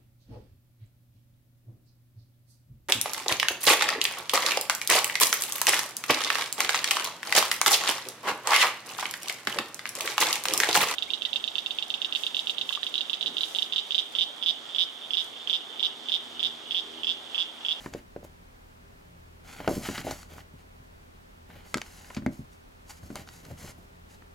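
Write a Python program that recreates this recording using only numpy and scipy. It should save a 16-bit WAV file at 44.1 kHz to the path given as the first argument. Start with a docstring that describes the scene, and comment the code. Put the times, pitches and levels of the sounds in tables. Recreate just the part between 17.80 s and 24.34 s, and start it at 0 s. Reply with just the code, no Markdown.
"""Light knocks and a snap of card come first: a thin paperback is closed, stood on a desk and turned.
Each impact of an edge excites the damped modes of the desk top. The card cover snaps as it buckles,
and pages and fingers slide over the paper with stick-slip friction.
The book is close and central in stereo, in a small room with a low hum and a soft hiss."""
import sys
import numpy as np
from scipy import signal
from scipy.fft import rfft, irfft, next_fast_len
from scipy.io import wavfile

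SR = 44100
rng = np.random.default_rng(int(sys.argv[2]) if len(sys.argv) > 2 else 0)


def transcribe(u):
    """Save the signal u as a 16-bit wav file named by the first command-line argument.

    u: samples, shape (n,) or (channels, n), limited to [-1, 1]; the rate is SR.
    q: integer samples, one column per channel.
    """
    v = np.clip(np.atleast_2d(u).T, -1, 1)
    q = np.round(v * 32767).astype(np.int16)
    wavfile.write(sys.argv[1], SR, q)


N = 288536

# Snaps of card and paper. Each row: start in seconds, level in dB, brightness in Hz, decay time in ms.
CARD_SNAPS = [(0.0604, -18.5, 1200, 3.9), (0.1374, -20.5, 4670, 1.7), (1.845, -25, 1600, 6),
              (1.8773, -20, 7000, 1.2), (2.0877, -23, 1900, 1.7), (2.1794, -13, 2600, 1.1),
              (2.1832, -15.5, 2560, 0.93), (2.309, -22, 7500, 8.2), (2.4299, -29.5, 3930, 1.9),
              (2.582, -24, 1400, 1.4), (2.5916, -30.5, 2440, 2), (3.7022, -30.5, 1930, 2.3),
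              (3.943, -5.5, 3450, 2.05), (3.972, -22, 7000, 4.1), (3.982, -20, 4000, 1.4),
              (4.0161, -15.5, 4100, 2.6), (4.2457, -29.5, 2820, 1.5), (4.3026, -24, 1500, 6),
              (4.3469, -25.5, 6040, 3.1), (4.366, -23, 3160, 11), (4.4632, -26, 9100, 0.92),
              (5.3565, -15.5, 7060, 0.85), (5.4743, -32.5, 3000, 3.3), (5.489, -27.5, 5000, .8),
              (5.65, -33.5, 6200, 4.5), (6.4223, -31.5, 1600, 2.2)]


def from_db(db):
    """Decibels are logarithmic: 20 dB is a factor of ten in amplitude."""
    return 10 ** (np.asarray(db) / 20)


def unit_rms(x):
    """Normalisation brings a signal to a mean power of 1."""
    return x / np.sqrt(np.mean(x ** 2) + 1e-20)


def colour(x, curve):
    """Spectral shaping weights each frequency by a curve of (Hz, dB) points."""
    hz, db = np.transpose(curve)
    size = next_fast_len(len(x), True)
    bin_hz = np.fft.rfftfreq(size, 1 / SR) + 1e-3
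    gain = from_db(np.interp(np.log(bin_hz), np.log(hz), db))
    return irfft(rfft(x, size) * gain, size)[:len(x)]


def drift(per_s):
    """Interpolation between random values gives a slow fluctuation of rms 1."""
    position = np.arange(N) / SR * per_s
    return unit_rms(np.interp(position, np.arange(8192), rng.standard_normal(8192)))


def cut(x, hz, kind, order=2):
    """A low-pass or high-pass filter falls by 6 dB per octave for each order."""
    return signal.sosfilt(signal.butter(order, min(hz, .45 * SR), kind, fs=SR, output="sos"), x)


def add(track, start_s, sound):
    """Superposition: a sound adds to the track from its start time on."""
    start = round(start_s * SR)
    track[start:start + len(sound)] += sound[:N - start]


def ring(t, hz, t60):
    """A damped mode is a sinusoid that loses 60 dB in t60 seconds."""
    return np.sin(2 * np.pi * hz * t) * from_db(-60 * t / t60)


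def stereo(mid, side):
    """Left and right are the sum and difference of mid and side."""
    return np.array([mid + side, mid - side])


def background(air_db=-56.5, waver_db=2.0):
    """Broadband room noise lies under an appliance hum whose partials waver in amplitude and phase."""
    # Room noise. Each row: frequency in Hz, relative spectral density in dB.
    air_spectrum = [(12, -33), (20, -4), (86, -8.5), (138, -18), (172, -6), (204, -17), (241, -11.5),
                    (301, -18.5), (558, -21.5), (718, -24), (825, -24), (1220, -26.5), (1860, -28.5),
                    (12100, -41), (16000, -40.5)]
    # Its width. Each row: frequency in Hz, side relative to mid in dB.
    air_width = [(60, -21), (110, -6), (200, -6.5), (380, 4.5), (700, 7.5), (1290, 8), (2380, 5),
                 (4400, 0.5), (8120, -2.5), (15000, -2.5)]
    # The hum. Each row: frequency in Hz, rms level in dB about which the partial wavers.
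    hum_partials = [(41.5, -61.5), (82, -60.5), (120, -66.5), (172, -76), (397, -75)]
    mid, side = [unit_rms(colour(white, air_spectrum)) for white in rng.standard_normal((2, N))]
    t, hum = np.arange(N) / SR, np.zeros(N)
    for hz, db in hum_partials:
        amplitude = np.sqrt(2) * from_db(db + waver_db * drift(7.4))
        hum += amplitude * np.sin(2 * np.pi * hz * t + 1.16 * drift(4))
    return from_db(air_db) * stereo(mid, colour(side, air_width)) + hum


def reverberation(x, t60=0.23, wet_db=-15, wall_hz=11000, gap_s=0.0059):
    """Diffuse reflections decay exponentially as the furnished room absorbs them."""
    # Width of the tail. Each row: frequency in Hz, side relative to mid in dB.
    tail_width = [(100, -26), (300, -11), (700, -4), (1500, 0.5), (4000, -5), (12000, 7.5)]
    t = np.arange(SR // 2) / SR
    fade = from_db(-60 * t / t60) * (t > gap_s)
    mid, side = cut(rng.standard_normal((2, len(t))), wall_hz, "low", order=1)
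    response = stereo(mid, colour(side, tail_width)) * fade / np.sqrt(np.sum(fade ** 2))
    return from_db(wet_db) * signal.fftconvolve(x[None], response, axes=1)[:, :N]


def papery_colour(x):
    """Equalisation: fixed peaks and dips give snaps, cracks and rubbing one bright, papery colour."""
    # Each row: centre frequency in Hz, quality factor, gain in dB.
    peaks_and_dips = [(1014, 20, 5), (1470, 11, 6), (2300, 1.5, 1), (3240, 4.8, -4), (4570, 13, 5),
                      (6770, 5.1, 6), (9130, 5, -9), (11600, 2.5, 8)]
    for hz, q, db in peaks_and_dips:
        angle, gain = 2 * np.pi * hz / SR, from_db(db / 2)
        width = np.sin(angle) / (2 * q)
        forward = [1 + width * gain, -2 * np.cos(angle), 1 - width * gain]
        feedback = [1 + width / gain, -2 * np.cos(angle), 1 - width / gain]
        x = signal.lfilter(forward, feedback, x + 1e-18)
    return x


def crack(bright_hz, decay_ms, tail_db=-28, tail_ms=9, low_hz=600, period_ms=0.36, spike_ms=0.11):
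    """A sudden release of stress gives a spike, then a dense rattle of the sheet lasting milliseconds."""
    ms = np.arange(4096) / SR * 1000
    envelope = np.exp(-ms / decay_ms) + from_db(tail_db) * np.exp(-ms / tail_ms)
    rattle = rng.standard_normal(len(ms)) * envelope
    spike = 1.13 * np.cos(2 * np.pi * ms / period_ms) * np.exp(-ms / spike_ms)
    burst = cut(rattle + spike, bright_hz, "low", order=1)
    burst = cut(burst, low_hz, "high", order=1)  # a thin sheet radiates little bass
    # a softer release loses treble but keeps its height
    return cut(burst, 1.32 * bright_hz, "low") * np.sqrt(1400 / bright_hz)


def creases(per_s=14, level_db=7.5, spread_db=5):
    """Bending paper ticks at independent random moments, as in shot noise."""
    onsets = rng.random(N) < per_s / SR
    sizes = from_db(level_db + spread_db * rng.uniform(-1, 1, N))
    return papery_colour(signal.fftconvolve(onsets * sizes, crack(bright_hz=3000, decay_ms=2.8))[:N])


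def friction(spectrum, slips_per_s, grain_db, hiss, flutter_db):
    """Stick-slip friction: fibres catch and let go in unequal clicks over a hiss, swelling with pressure."""
    sizes = from_db(grain_db * np.minimum(rng.exponential(1, N), 5)) * rng.choice([-1, 1], N)
    slips = unit_rms(sizes * (rng.random(N) < slips_per_s / SR))
    sound = papery_colour(colour(slips + hiss * rng.standard_normal(N), spectrum))
    return unit_rms(sound * from_db(flutter_db * drift(140)))


def between_pages(x, echo_ms=.98, wander=.05, reflection=.4):
    """Comb filtering: an echo off the facing sheet makes hollow peaks that shift as the gap changes."""
    n = np.arange(N)
    lag = echo_ms * SR / 1000 * (1 + wander * drift(9))
    return unit_rms(x + reflection * np.interp(n - lag, n, x))


def stroke_gains(release_s=0.02, easing_db=3, uneven_db=1.5):
    """Incoherent sounds add in power; each stroke of the unsteady hand builds, eases and dies away."""
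    # Strokes of a sheet or finger over paper. Each row: start, length and attack in seconds,
    # then relative levels of flexing, rubbing and surface hiss in dB.
    strokes = [(-.02, 0.12, .01, -56.5, -54.5, -58.5), (0.119, 0.07, 0.011, -51.5, -54.5, -62.5),
               (0.433, 0.013, .012, -44, -60.5, -62.5), (1.628, 0.16, 0.078, -54, -51, -56.5),
               (1.784, 0.081, 0.013, -49, -52, -63), (1.878, 0.16, 0.018, -41.5, -53, -48.5),
               (2.016, 0.19, .018, -49, -41.5, -47), (2.227, 0.1, 0.038, -40.5, -43, -49),
               (2.309, 0.12, .015, -71, -57.5, -54), (2.457, 0.15, 0.077, -51.5, -56.5, -60.5),
               (2.758, 0.059, 0.043, -70, -62, -68.5), (3.675, 0.19, 0.037, -56, -57.5, -74),
               (3.83, 0.22, .07, -66, -64, -59), (4.004, 0.37, 0.062, -62.5, -58.5, -57.5),
               (4.498, 0.12, 0.036, -55, -76, -63.5), (4.688, 0.069, .04, -77, -76, -68),
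               (5.049, 0.14, 0.037, -70, -70, -61), (5.092, 0.0085, 0.0086, -70, -46, -46),
               (5.202, 0.2, 0.033, -55, -70, -64), (5.351, 0.059, 0.012, -45, -48.5, -53.5),
               (5.459, 0.15, 0.025, -58.5, -62.5, -58), (5.623, 0.18, .02, -52.5, -65.5, -65),
               (5.762, .15, 0.044, -52, -54.5, -53), (5.95, 0.089, 0.051, -54.5, -78, -74),
               (6.271, 0.079, 0.06, -61, -66, -62)]
    power = np.zeros((3, N))
    for start_s, length_s, attack_s, *levels_db in strokes:
        t = np.arange(N) / SR - start_s
        attack = np.clip(t / attack_s, 0, 1)
        pressure = from_db(easing_db * (.5 - np.clip(t / length_s, 0, 1)))
        release = np.exp(-np.clip((t - length_s) / release_s, 0, 20))
        power += np.outer(from_db(levels_db), attack * pressure * release) ** 2
    return np.sqrt(power) * from_db(uneven_db * drift(per_s=45))


def sliding(sheen_db=1.5):
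    """The strokes modulate three bands of friction noise: low flexing, mid rubbing and a high sheen."""
    # Spectra of the three bands. Each row: frequency in Hz, relative spectral density in dB.
    flex_spectrum = [(30, -6), (90, 3), (270, -3), (450, -10), (620, -6.5), (900, -18.5), (1600, -33.5)]
    rub_spectrum = [(400, -28), (800, 10), (1000, -11.5), (1400, 3.5), (2100, 0.5), (3200, 2), (4800, -13),
                    (7500, -24)]
    sheen_spectrum = [(3000, -4), (5000, -2.5), (7000, -4), (9500, -2.5), (12000, -14), (13500, -16),
                      (16000, -18)]
    flex_gain, rub_gain, sheen_gain = stroke_gains()
    flex = friction(flex_spectrum, slips_per_s=1200, grain_db=2, hiss=1.0, flutter_db=3.5)
    sheen = friction(sheen_spectrum, slips_per_s=4500, grain_db=2.5, hiss=0.66, flutter_db=0.6)
    sheen = from_db(sheen_db) * between_pages(sheen)
    rub = friction(rub_spectrum, slips_per_s=2400, grain_db=3.0, hiss=0.47, flutter_db=2.5)
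    rub = between_pages(rub) + creases()
    return flex_gain * flex + rub_gain * rub + sheen_gain * sheen


def clacks(hard_snap_db=-6.5, clack_db=-16.5, growth=1.93):
    """Nonlinear excitation: a hard snap sets the stiff cover ringing far more than a soft one."""
    # Modes of the cover. Each row: frequency in Hz, relative level in dB, 60 dB decay time in seconds.
    cover_modes = [(1318, -8.5, 0.038), (1620, -10, 0.029), (2270, -2, 0.0074), (4400, -0.5, 0.0035),
                   (7500, -8, 0.0054)]
    t, out = np.arange(SR // 10) / SR, np.zeros(N)
    ringing = sum(from_db(db) * ring(t, hz, t60) for hz, db, t60 in cover_modes)
    for start_s, db, _, _ in CARD_SNAPS:
        add(out, start_s, from_db(clack_db + growth * (db - hard_snap_db)) * ringing)
    return out


def snaps():
    """Elastic energy is released at once as the cover buckles or a page edge slips off a finger."""
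    out = np.zeros(N)
    for start_s, db, bright_hz, decay_ms in CARD_SNAPS:
        add(out, start_s, from_db(db) * crack(bright_hz, decay_ms))
    return papery_colour(out)


def knocks(cycles=4.83, desk_db=-2, rebound_above_db=-20, rebound_s=.012, rebound_db=-7.5):
    """Impact excitation: each contact is a damped push that rings the desk modes near and below its pitch."""
    # The book meets the desk or itself. Each row: start in seconds, level in dB, contact pitch in Hz,
    # relative levels of the crack and of the desk's ring in dB.
    contacts = [(0.0604, -25.5, 332, -6, -0.5), (0.1487, -22, 450, -14, -2), (0.3627, -24, 485, -12, -4),
                (.43, -36, 570, -19, -3), (1.803, -25.5, 790, 1.5, -1), (1.8765, -10, 665, 2.5, -0.5),
                (1.877, -24, 117, -20, 9), (1.885, -17, 298, -32, -8), (1.895, -16.5, 596, -19, -5),
                (1.912, -16.5, 366, -32, -3), (1.968, -21.5, 328, -30, 2), (1.978, -22.5, 220, -30, -4),
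                (2.087, -20, 330, 2, 5), (2.18, -31.5, 260, -17, 11), (2.268, -19.5, 684, -1.5, 4),
                (2.3116, -24, 770, -21, -1.5), (2.738, -40, 168, -28, 10), (3.001, -46, 168, -18, 13),
                (3.943, -27.5, 760, -8, 0), (3.9555, -22, 252, -32, 1), (3.969, -25, 354, -30, -3),
                (4.37, -21, 220, -30, 8), (4.422, -33, 238, -2, 11), (4.463, -14.5, 234, -2, 8.5),
                (4.4627, -20, 810, -5, -12.5), (4.592, -29.5, 171, -32, 11.5), (5.23, -35, 98, -6, 15.5),
                (5.3026, -27.5, 290, -3, 7.5), (5.3554, -25, 674, 2, -5), (5.711, -33.5, 550, -4, 1.5),
                (5.719, -35, 126, -26, 15.5), (5.843, -36, 177, -21, 6)]
    # Modes of the desk top. Each row: frequency in Hz, relative level in dB, 60 dB decay time in seconds.
    desk_modes = [(82, -15, .13), (104, -20, .12), (134, -22, .15), (170, -22, .15), (210, -21, .18),
                  (266, -17, .18), (290, -24, .14), (329, -21, .19), (365, -26, .15), (394, -26, .18),
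                  (440, -28, .14), (470, -29, .14), (534, -25, .13), (587, -15, .16), (641, -17, .14),
                  (760, -26, .12), (817, -24, .13), (898, -24, .14), (1008, -18, .13), (1287, -22, .1)]
    t = np.arange(SR // 4) / SR
    thuds, cracks = np.zeros(N), np.zeros(N)
    mode_hz, mode_db, t60 = np.transpose(desk_modes)
    modes = ring(t, mode_hz[:, None], t60[:, None])
    polarity = (-1) ** np.arange(len(modes))  # neighbouring modes swing in opposite senses
    for start_s, db, pitch_hz, crack_db, ring_db in contacts:
        ratio = mode_hz / pitch_hz
        coupling = 2 * ratio ** 1.15 / (1 + ratio ** 4.15)
        shares = from_db(mode_db + rng.normal(0, 1, len(modes)))  # vary with where the book lands
        desk = from_db(desk_db + ring_db) * ((coupling * shares * polarity) @ modes)
        push = 1.635 * cut(ring(t, pitch_hz, cycles / pitch_hz), 2.13 * pitch_hz, "low")
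        add(thuds, start_s, from_db(db) * (push + desk))
        if db > rebound_above_db:  # after a heavy knock the springy book touches again
            add(thuds, start_s + rebound_s, from_db(db + rebound_db) * push)
        add(cracks, start_s, from_db(db + crack_db) * crack(bright_hz=1700, decay_ms=4.5))
    return cut(thuds, 88, "high") + papery_colour(cracks)


def scene(lead=0.2, pan_db=0.15):
    """Direct sound, reverberation and background superpose; the book leads slightly in phase on the left."""
    book = knocks() + snaps() + clacks() + sliding()
    quadrature = signal.hilbert(book, next_fast_len(N)).imag[:N]
    direct = stereo(book, -lead * quadrature) * from_db([[pan_db], [-pan_db]])
    return direct + reverberation(book) + background()


def record(dry, cutoff_hz=15900):
    """An elliptic low-pass filter cuts the highest treble steeply."""
    return signal.sosfilt(signal.ellip(12, .1, 70, cutoff_hz, fs=SR, output="sos"), dry)


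dry = scene()
out = record(dry)
transcribe(out)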